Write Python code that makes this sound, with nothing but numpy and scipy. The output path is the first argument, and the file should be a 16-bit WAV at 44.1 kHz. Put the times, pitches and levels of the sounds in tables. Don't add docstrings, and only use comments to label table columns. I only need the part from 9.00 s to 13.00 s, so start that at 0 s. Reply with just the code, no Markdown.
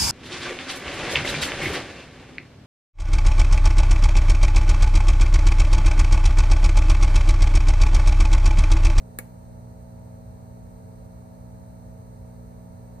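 import sys
import numpy as np
from scipy.fft import rfft, irfft, next_fast_len
from scipy.io import wavfile
from scipy.ndimage import map_coordinates

SR = 44100
rng = np.random.default_rng(int(sys.argv[2]) if len(sys.argv) > 2 else 0)


def wrap_up_sound(samples):
    columns = np.atleast_2d(samples).T
    tamed = np.clip(columns, -1, 1)
    steps = np.round(tamed * 32767).astype(np.int16)
    wavfile.write(sys.argv[1], SR, steps)


N = 176400
T = np.arange(N) / SR
SNAP_S = 0.1872

# frequency in Hz, relative level in dB.
CRACK_SPECTRUM = [(300, -103), (2000, -61), (3200, -86), (4200, -73), (5500, -81), (7600, -66.5),
                  (10000, -59), (11800, -72), (13200, -61), (14300, -60), (16000, -71)]

def crack():
    return snap_noise(CRACK_SPECTRUM) * burst(attack_s=0.00019, fade_s=0.004, hold_s=0.0013)


# frequency in Hz, relative level in dB.
TANK_SPECTRUM = [(150, -62), (480, -62.5), (820, -65), (1000, -75.5), (1750, -64.5), (2350, -63.5),
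                 (3100, -86.5), (4300, -75), (5300, -87), (6200, -76.5), (8000, -75.5), (9900, -67),
                 (11300, -78), (12800, -76), (14300, -68), (15500, -77)]

def tank_ring():
    return snap_noise(TANK_SPECTRUM) * burst(attack_s=0.00076, fade_s=0.053)


# pitch in Hz, level in dB, seconds to fade by 60 dB,
# head start of the left ear in radians.
GLASS_NOTES = [(498, -34.5, 0.059, 0.49), (806, -38.5, 0.046, 1.2), (1176, -39.5, .035, 1.8),
               (1687, -29.5, 0.03, 1.8), (2213, -39, 0.065, .8), (10660, -47, .06, 1.2),
               (11400, -40, .06, 2.4)]

def glass_ring():
    ring = np.zeros((2, N))
    for hz, db, fade_s, lead in GLASS_NOTES:
        wave = np.sin(2 * np.pi * hz * (T - SNAP_S) + left_right(lead))
        ring += gain(db) * wave * burst(attack_s=0.00076, fade_s=fade_s, delay_s=0.00157)
    return ring


# frequency in Hz, relative level in dB.
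ROOM_SPECTRUM = [(200, -100), (1000, -84), (2200, -87.5), (3200, -101), (5500, -103), (8000, -94),
                 (9800, -94), (11200, -92.5), (12700, -97), (14200, -89), (15500, -106)]

def room_echo():
    return noise(ROOM_SPECTRUM, channels=2) * burst(attack_s=0.0034, fade_s=0.37)


# multiple of the mains frequency, level in dB,
# left minus right level in dB, head start of the left ear in radians.
HUM_TONES = [(1, -52.5, -.5, -0.2), (2, -48, 0, -0.55), (3, -49.5, -1.5, -0.45), (4, -53, -3, -0.67),
             (5, -66.5, -2.5, -1.65), (9, -60.5, -5, 1.74), (10, -72.5, 8.5, 2.5), (12, -73.5, -5.5, 1.5),
             (14, -75.5, 7, 1.2), (15, -69.5, -3, 1.56), (16, -73, 9.5, 1.88)]

def pump_hum(mains_hz=59.98):
    start_phase = 2 * np.pi * rng.random()
    hum = np.zeros((2, N))
    for multiple, db, balance_db, lead in HUM_TONES:
        smear = 0.33 * (multiple - 3) ** 3
        phase = multiple * start_phase - smear
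        hum += wavering_tone(multiple * mains_hz, db, balance_db, lead, waver=0.073, phase=phase)
    return hum


# pitch in Hz, level in dB, left minus right level in dB,
# head start of the left ear in radians, amount of waver from 0 to 1.
HOUSING_TONES = [(90.9, -60.5, 1.5, 0, 0.48), (96.2, -57.5, 1.5, 0, 0.54), (430, -68.5, 0, 2.18, 0.4),
                 (444, -64.5, -5, 1.45, 0.4), (644.2, -60.5, 2, 0.81, 0.11), (767, -67.5, 4.5, 1.5, 0.05)]

def housing_whine():
    return sum(wavering_tone(*row) for row in HOUSING_TONES)


# frequency in Hz, relative level in dB.
WATER_SHARED = [(20, -98), (33, -86), (48, -66.5), (62, -67), (75, -70), (115, -67.5), (138, -80),
                (200, -83.5), (340, -89.5), (460, -84.5), (620, -86.5), (730, -93), (900, -88.5),
                (1070, -101), (1350, -100), (1500, -103), (1750, -102), (2050, -106), (2230, -105),
                (2450, -112), (2700, -113), (3200, -121), (6000, -140)]
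WATER_OPPOSITE = [(20, -105), (35, -97), (50, -78.5), (115, -75), (145, -100.5), (330, -89), (480, -86),
                  (900, -88), (1250, -91), (1500, -102), (2400, -109), (3500, -120), (6000, -140)]

def water():
    return wide_noise(WATER_SHARED, WATER_OPPOSITE, balance_db=-2.5)


# frequency in Hz, relative level in dB.
HISS_SHARED = [(1500, -125), (3400, -119), (4150, -105), (5200, -115), (6200, -110), (7450, -116),
               (8100, -110), (8550, -100), (9050, -113), (10800, -112), (11700, -118), (12600, -113),
               (14500, -110), (15400, -117)]
HISS_OPPOSITE = [(1500, -125), (3500, -117), (4300, -108), (5200, -114), (6250, -104), (7000, -109),
                 (8600, -107), (9300, -119), (10800, -107), (12400, -108), (13700, -122), (15200, -117)]
FIZZ_SPECTRUM = [(8800, -140), (9900, -109), (11500, -126), (13200, -117), (14200, -108), (15300, -122)]
# time in seconds, volume change in dB.
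FIZZ_SWELL = [(0, -17), (2, -12), (2.6, -5), (4, -6)]

def hiss():
    steady = wide_noise(HISS_SHARED, HISS_OPPOSITE, balance_db=-0.8)
    swell_db = np.interp(T, *np.transpose(FIZZ_SWELL))
    return steady + noise(FIZZ_SPECTRUM) * gain(swell_db)


def gain(db):
    return 10 ** (np.asarray(db) / 20)


def left_right(difference):
    return np.array([[0.5], [-0.5]]) * difference


def filtered(sound, response):
    size = next_fast_len(N + SR // 2)
    hz = np.fft.rfftfreq(size, 1 / SR)
    return irfft(rfft(sound, size) * response(hz), size)[..., :N]


def noise(spectrum, channels=1):
    row_hz, row_db = np.transpose(spectrum)
    def response(hz):
        return gain(np.interp(np.log(hz + 1), np.log(row_hz + 1), row_db))
    white = rng.standard_normal((channels, N))
    return filtered(white, response) * np.sqrt(SR / 2)


def snap_noise(spectrum):
    shared, opposite = noise(spectrum, channels=2)
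    return 0.595 * shared + left_right(1.345) * opposite


def wide_noise(shared, opposite, balance_db):
    return (noise(shared) + left_right(1.82) * noise(opposite)) * gain(left_right(balance_db))


def burst(attack_s, fade_s, hold_s=0, delay_s=0):
    age = np.maximum(T - SNAP_S - delay_s, 0)
    rise = 1 - np.exp(-age / attack_s)
    fall = np.exp(-np.log(1000) * np.maximum(age - hold_s, 0) / fade_s)
    return rise * fall


def wobble(points_per_s=9):
    return map_coordinates(rng.standard_normal(400), [T * points_per_s], mode="wrap")


def wavering_tone(hz, db, balance_db, lead, waver, phase=0):
    drift = 1 + waver * (wobble() + 1j * wobble())
    angle = 2 * np.pi * hz * T + phase + left_right(lead)
    peak = np.sqrt(2) * gain(db + left_right(balance_db))
    return peak * np.real(drift * np.exp(1j * angle))


def scene():
    snap = crack() + tank_ring() + glass_ring() + room_echo()
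    return snap + pump_hum() + housing_whine() + water() + hiss()


def record(dry):
    return filtered(dry, lambda hz: hz < 15500)


dry = scene()
out = record(dry)
wrap_up_sound(out)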